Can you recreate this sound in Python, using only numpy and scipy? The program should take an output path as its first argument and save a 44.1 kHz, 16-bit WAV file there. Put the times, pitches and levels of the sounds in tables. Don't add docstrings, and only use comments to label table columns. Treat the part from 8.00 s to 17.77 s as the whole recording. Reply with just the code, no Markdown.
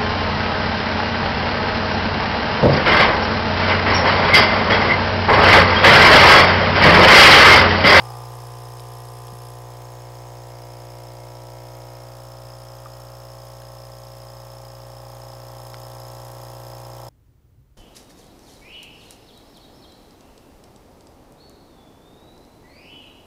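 import sys
import numpy as np
from scipy import signal
from scipy.fft import rfft, irfft, next_fast_len
from scipy.io import wavfile

SR = 44100
rng = np.random.default_rng(int(sys.argv[2]) if len(sys.argv) > 2 else 0)


def dump_mix(stems):
    frames = np.atleast_2d(stems).T
    limited = np.clip(frames, -1, 1)
    pcm = np.round(limited * 32767).astype(np.int16)
    wavfile.write(sys.argv[1], SR, pcm)


N = 430840

MAINS_HZ, STOP_S = 60.021, 9.089
SETTLE_S = 0.57
APPROACH_S = (6.8, 7.94)
LIMP_FROM_S, LIMP_MS_PER_S, STEADY_LIMP_MS, UNSETTLED_LIMP_MS = 3.2, 0.014, 0.0037, 0.03
SCATTER_MS, UNSETTLED_SCATTER_MS = 0.039, 0.031

# base, then added at full pressure, before settling and from close by, all in dB.
HUM_DB, THUD_DB = (-39.5, -4, 4, 1.4), (-45, 0, 0.3, 1.4)
KNOCK_DB, CLATTER_DB = (-46, -3, 4.2, 4), (-59.5, -1.75, 1, 2.5)
HISS_DB, TICK_DB, SPRAY_DB = (-52.5, -2.5, 4.5, 0.5), (-59, 0.65, -1.2, 3.5), (-63.8, 3, -5, 4.5)
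VALVE_DB, RETURN_DB = (-56, 2, 4.5, 1.5), (-67.5, 0, 1, 3)

# time in seconds, share of full pressure.
PRESSURE_CURVE = [(0, 0.08), (1.35, 0.02), (1.65, 0.21), (2.45, 0.32), (2.65, 0.39), (3.9, .56),
                  (4.15, 0.76), (6, 0.99), (9.1, 0.72)]
# multiple of the stroke rate, gain in dB.
HOUSING_LOW = [(1, -12), (2, 11), (3, -24.5), (4, -28), (5, -19.5), (6, -10), (7, -10), (8, -11), (9, -13),
               (10, -20), (11, -21), (12, -9.5), (13, -19), (14, -14), (15, -15), (16, -19.5), (17, -11),
               (18, -22), (19, -18.5), (20, -17), (21, -23.5), (22, -36), (23, -41)]
HOUSING_HALF = [(1, -11), (2, -17), (3, -22), (4, -30), (5, -12.5), (6, -9), (7, -24.5), (8, -9), (9, -6),
                (10, -8.5), (11, -8), (12, -10), (13, -11), (14, -9), (15, -16), (16, -7.5), (17, -18.5),
                (18, -19), (19, -21.5), (20, -37.5), (21, -24), (22, -16.5), (23, -20)]
HOUSING_FULL = [(1, -14), (2, -2), (3, -20.5), (4, -21), (5, -19.5), (6, -15), (7, -16), (8, -16),
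                (9, -1.5), (10, -5.5), (11, -6.5), (12, -15.5), (13, -2), (14, -4), (15, -6.5), (16, -14.5),
                (17, -7.5), (18, -4), (19, -9.5), (20, -9.5), (21, -20), (22, -8.5), (23, -28)]
# frequency in Hz, relative density in dB.
CLATTER_SPECTRUM = [(1330, -28), (1440, 10), (1520, 7), (1650, 10.5), (1750, 4.5), (1900, 9.5), (2020, 2),
                    (2140, 4), (2270, -19), (2380, 4.5), (2600, -2), (3120, -0.5), (4600, -11.5)]
HISS_SPECTRUM = [(200, -2), (350, 1.5), (600, 9.5), (900, 6), (1300, -0.5), (1800, 0), (2400, -2.5),
                 (3200, -1), (4300, -5), (5200, -2.5), (6500, -5), (9000, -8.5), (13000, -13),
                 (15800, -7.5)]
ROOM_SPECTRUM = [(15, -29), (25, -8), (64, 2), (91, -2.5), (126, 0.5), (156, -16), (216, -18.5),
                 (247, -15.5), (282, -16), (553, -27.5), (2640, -40.5), (11600, -46), (13300, -44),
                 (14400, -41), (15600, -37)]
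# frequency in Hz, width in Hz, gain in dB.
TICK_RESONANCES = [(3140, 230, -4), (3980, 530, -6), (6620, 310, -2.5), (7370, 240, -3), (8270, 520, -5.5),
                   (9780, 132, 2.5), (10870, 580, -7), (12200, 540, -20.5)]
SPRAY_RESONANCES = [(12040, 420, -9), (12800, 210, -5), (13600, 300, -6.5), (15200, 410, -17)]
VALVE_RESONANCES = [(5026, 363, -0.42), (5310, 397, -0.58)]
RETURN_RESONANCES = [(6460, 180, 2.5), (7900, 370, -7.5)]
PANEL_RESONANCES = [(797.3, 34, 5), (876, 45, -3.5), (1201, 29, -2)]
FIZZ_RESONANCES = [(8200, 300, -6), (10070, 300, -4), (10800, 140, -7.5), (11500, 300, -4.5),
                   (12250, 180, -11)]
RASP_RESONANCES = [(2135, 25, 10), (2330, 25, -14.5)]
WHINE_RESONANCES = [(1316, 52, 0)]
# start in seconds, end in seconds, level in dB.
PANEL_BUZZES = [(-.2, .15, -41.5), (2.5, 3.4, -58), (6.3, 7.3, -55)]
FIZZ_BUZZES = [(-.2, 1.5, -57)]
RASP_BUZZES = [(1.65, 2.4, -67), (2.5, 3.3, -64.5), (3.5, 4.0, -66)]
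WHINE_BUZZES = [(3.65, 5.2, -57)]
# delay in ms, drift over the scene in ms, gain in dB.
ECHOES = [(1.098, 0.058, -24.5), (2.7, -.12, -26), (4.301, .15, -14.5), (7.899, -.2, -19)]
# start in seconds, ring level in dB, pitch in Hz,
# t60 in seconds, snap level before filtering in dB, snap cutoff in Hz.
CUP_DROPS = [(.7962, -38, 3100, .012, -22, 4000), (1.2694, -44, 6500, .006, -39, 15000),
             (1.2822, -39, 3300, .008, -35, 6000), (4.8589, -29, 1200, .028, -33, 1800),
             (5.3168, -44, 6000, .006, -41, 11000), (5.6194, -42, 1600, .01, -36, 5000),
             (7.7428, -30, 1350, .014, -21, 3600), (8.8004, -38, 8200, .006, -42, 11000)]
# start in seconds, level in dB, pitch in Hz, t60 in seconds.
SOFT_BUMPS = [(1.325, -32.5, 173, 0.05), (4.451, -40, 125, .08)]

TIME_S = np.arange(N) / SR


def from_db(db):
    return 10 ** (np.asarray(db) / 20)


def unit_rms(x):
    return x / np.sqrt(np.mean(x ** 2) + 1e-20)


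def pressure(at_s=TIME_S):
    return np.interp(at_s, *np.transpose(PRESSURE_CURVE))


def unsettled(at_s):
    return np.exp(-at_s / SETTLE_S)


def gain(part_db):
    base_db, loaded_db, unsettled_db, close_db = part_db
    closeness = np.interp(TIME_S, APPROACH_S, [0, 1])
    return from_db(base_db + loaded_db * pressure() + unsettled_db * unsettled(TIME_S)
                   + close_db * closeness)


def spell(start_s, end_s, attack_s=0.072, release_s=0.16):
    swell = np.clip((TIME_S - start_s) / attack_s + 0.5, 0, 1)
    return swell * np.exp(-np.maximum(TIME_S - end_s, 0) / release_s)


def buzz_gain(buzzes, rest_db=-np.inf):
    return from_db(rest_db) + sum(from_db(db) * spell(start_s, end_s) for start_s, end_s, db in buzzes)


def band(x, low_hz, high_hz):
    sos = signal.butter(2, [low_hz, min(high_hz, 0.45 * SR)], "band", fs=SR, output="sos")
    return signal.sosfilt(sos, x)


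def colour(x, spectrum, ring_s=0):
    size = next_fast_len(N + SR // 4, True)
    hz, db = np.transpose(spectrum)
    bin_hz = np.arange(size // 2 + 1) * SR / size + 1e-3
    response = from_db(np.interp(np.log(bin_hz), np.log(hz), db, left=-120, right=-120))
    if ring_s:
        t = TIME_S[:SR // 20]
        echoes = rfft(rng.standard_normal(len(t)) * np.exp(-t / ring_s), size)
        response = response * echoes / np.abs(echoes)
    return unit_rms(irfft(rfft(x, size) * response, size)[:N])


def resonate(x, resonances):
    out = 0
    for k, (hz, width_hz, db) in enumerate(resonances):
        r = np.exp(-np.pi * width_hz / SR)
        feedback = [1, -2 * r * np.cos(2 * np.pi * hz / SR), r * r]
        ring = signal.lfilter([1, 0, -1], feedback, x + 1e-18)
        out += (-1) ** k * from_db(db) * (1 - r * r) * ring
    return unit_rms(out)


def reflect(x):
    n = np.arange(N)
    return x + sum(from_db(db) * np.interp(n - np.round((ms + drift_ms * n / N) * SR / 1000), n, x)
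                   for ms, drift_ms, db in ECHOES)


def strokes(phase, limp, scatter, uneven_db, limp_db=0, lag_ms=0):
    cycle = np.arange(int(N / SR * MAINS_HZ) - 1)
    due_s = (cycle + phase) / MAINS_HZ
    growth_ms = LIMP_MS_PER_S * np.maximum(due_s - LIMP_FROM_S, 0)
    limp_ms = STEADY_LIMP_MS + UNSETTLED_LIMP_MS * unsettled(due_s) + growth_ms
    scatter_ms = SCATTER_MS + UNSETTLED_SCATTER_MS * unsettled(due_s)
    swing_ms = (-1) ** cycle * limp_ms
    wobble, surge = unit_rms(signal.lfilter([1], [1, 0.5], rng.standard_normal((2, len(due_s)))))
    late_ms = limp * swing_ms + scatter * scatter_ms * wobble + lag_ms * pressure(due_s)
    force = from_db(uneven_db * surge + limp_db * swing_ms / limp_ms.max())
    position = np.clip((due_s + late_ms / 1000) * SR, 0, N - 2)
    index, fraction = position.astype(int), position % 1
    return np.bincount(index, force * (1 - fraction), N) + np.bincount(index + 1, force * fraction, N)


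def puffs(clicks, decay_s):
    envelope = signal.lfilter([1], [1, -np.exp(-1 / (decay_s * SR))], clicks + 1e-18)
    return unit_rms(envelope * rng.standard_normal(N))


def ping(start_s, db, hz, t60_s):
    t = TIME_S[:SR // 4]
    wave = from_db(db - 60 * t / t60_s) * np.sin(2 * np.pi * hz * t)
    return np.pad(wave, (int(start_s * SR), N))[:N]


def coil_hum():
    phase_rad = 2 * np.pi * (MAINS_HZ * TIME_S - 0.18)
    return np.sqrt(2) * (gain(HUM_DB) * np.cos(2 * phase_rad) + from_db(-51.5) * np.cos(phase_rad))


def housing(clicks, band_hz, ring_s):
    smeared = colour(clicks, [(hz, 0) for hz in band_hz], ring_s)
    out = 0
    for state, response in enumerate((HOUSING_LOW, HOUSING_HALF, HOUSING_FULL)):
        share = np.maximum(0, 1 - np.abs(2 * pressure() - state))
        out += share * colour(smeared, [(k * MAINS_HZ, db) for k, db in response])
    return out


def piston():
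    rock = housing(strokes(0.252, limp=1, scatter=1.7, uneven_db=0.7, limp_db=3),
                   band_hz=(140, 450), ring_s=0.013)
    thud = housing(strokes(0.15, limp=0.8, scatter=1, uneven_db=0.6, limp_db=1.3),
                   band_hz=(450, 750), ring_s=0.007)
    knock = housing(strokes(0.85, limp=1.42, scatter=1, uneven_db=1.47, limp_db=-1.7),
                    band_hz=(750, 1600), ring_s=0.013)
    rock_db = -5.2 - 4.5 * pressure()
    half_load_db = 1.6 * np.sin(np.pi * pressure()) ** 2
    shake = from_db(rock_db) * rock + from_db(-0.87) * thud
    return gain(THUD_DB) * from_db(half_load_db) * shake + gain(KNOCK_DB) * knock


def piston_rebounds():
    first = strokes(0.15, limp=0.83, scatter=0.6, uneven_db=0.34)
    second = strokes(0.72, limp=0.51, scatter=0.27, uneven_db=1.4)
    return first + from_db(-4) * second


def clatter(rebounds):
    return gain(CLATTER_DB) * unit_rms(reflect(colour(rebounds, CLATTER_SPECTRUM, ring_s=0.0064)))


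def panel_rattle():
    blows = band(strokes(0.058, limp=2.9, scatter=1.55, uneven_db=-0.3), 703, 1620)
    return buzz_gain(PANEL_BUZZES, rest_db=-71) * resonate(blows, PANEL_RESONANCES)


def water_spray():
    hits = strokes(0.07, limp=3.8, scatter=1.2, uneven_db=1.1, limp_db=-0.4)
    tick = resonate(puffs(hits, decay_s=0.006), TICK_RESONANCES)
    fizz = resonate(puffs(hits, decay_s=0.0032), FIZZ_RESONANCES)
    spray = resonate(puffs(hits, decay_s=0.0045), SPRAY_RESONANCES)
    return gain(TICK_DB) * tick + buzz_gain(FIZZ_BUZZES, rest_db=-82) * fizz + gain(SPRAY_DB) * spray


def valve():
    stuck = spell(start_s=1.58, end_s=2.3)
    openings = strokes(0.15, limp=2.1, scatter=3.3, uneven_db=1.9, lag_ms=1.5)
    chirp = resonate(puffs(openings, decay_s=0.0026), VALVE_RESONANCES)
    envelope = np.abs(signal.hilbert(chirp, next_fast_len(N)))[:N]
    chirp = unit_rms(chirp / np.sqrt(1 + (envelope / 5.4) ** 2))
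    returns = strokes(0.75, limp=1.6, scatter=3.7, uneven_db=-0.5)
    tick = resonate(puffs(returns, decay_s=0.00098), RETURN_RESONANCES)
    return gain(VALVE_DB) * from_db(-3 * stuck) * chirp + gain(RETURN_DB) * from_db(5 * stuck) * tick


def water_hiss():
    return gain(HISS_DB) * colour(rng.standard_normal(N), HISS_SPECTRUM)


def drops(snap_s=0.0012):
    out, t = np.zeros(N), TIME_S[:SR // 50]
    for start_s, ring_db, hz, t60_s, snap_db, cutoff_hz in CUP_DROPS:
        burst = from_db(snap_db) * rng.standard_normal(len(t)) * np.exp(-t / snap_s)
        snap = signal.sosfilt(signal.butter(2, cutoff_hz, fs=SR, output="sos"), band(burst, hz, SR / 2))
        out += ping(start_s, ring_db, hz, t60_s) + np.pad(snap, (int(start_s * SR), N))[:N]
    return out


def bumps():
    return band(sum(ping(*bump) for bump in SOFT_BUMPS), 56, 310)


def rasp(rebounds):
    return buzz_gain(RASP_BUZZES, rest_db=-72) * resonate(band(rebounds, 2130, 2650), RASP_RESONANCES)


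def whine(rebounds):
    return buzz_gain(WHINE_BUZZES) * resonate(band(rebounds, 1238, 1397), WHINE_RESONANCES)


def room_rumble():
    return from_db(-54.5) * colour(rng.standard_normal(N), ROOM_SPECTRUM)


def scene():
    pump = coil_hum() + piston()
    rebounds = piston_rebounds()
    rattles = clatter(rebounds) + panel_rattle() + rasp(rebounds) + whine(rebounds)
    water = reflect(water_spray() + valve() + water_hiss())
    machine = pump + rattles + water + drops() + bumps()
    room = room_rumble()
    running = np.clip((STOP_S - TIME_S) / 0.003 + 0.5, 0, 1)
    return (running * (machine + from_db(-12) * room) + (1 - running) * room)[None]


def record(dry):
    return signal.sosfilt(signal.ellip(12, 0.1, 90, 15750, fs=SR, output="sos"), dry)


dry = scene()
out = record(dry)
dump_mix(out)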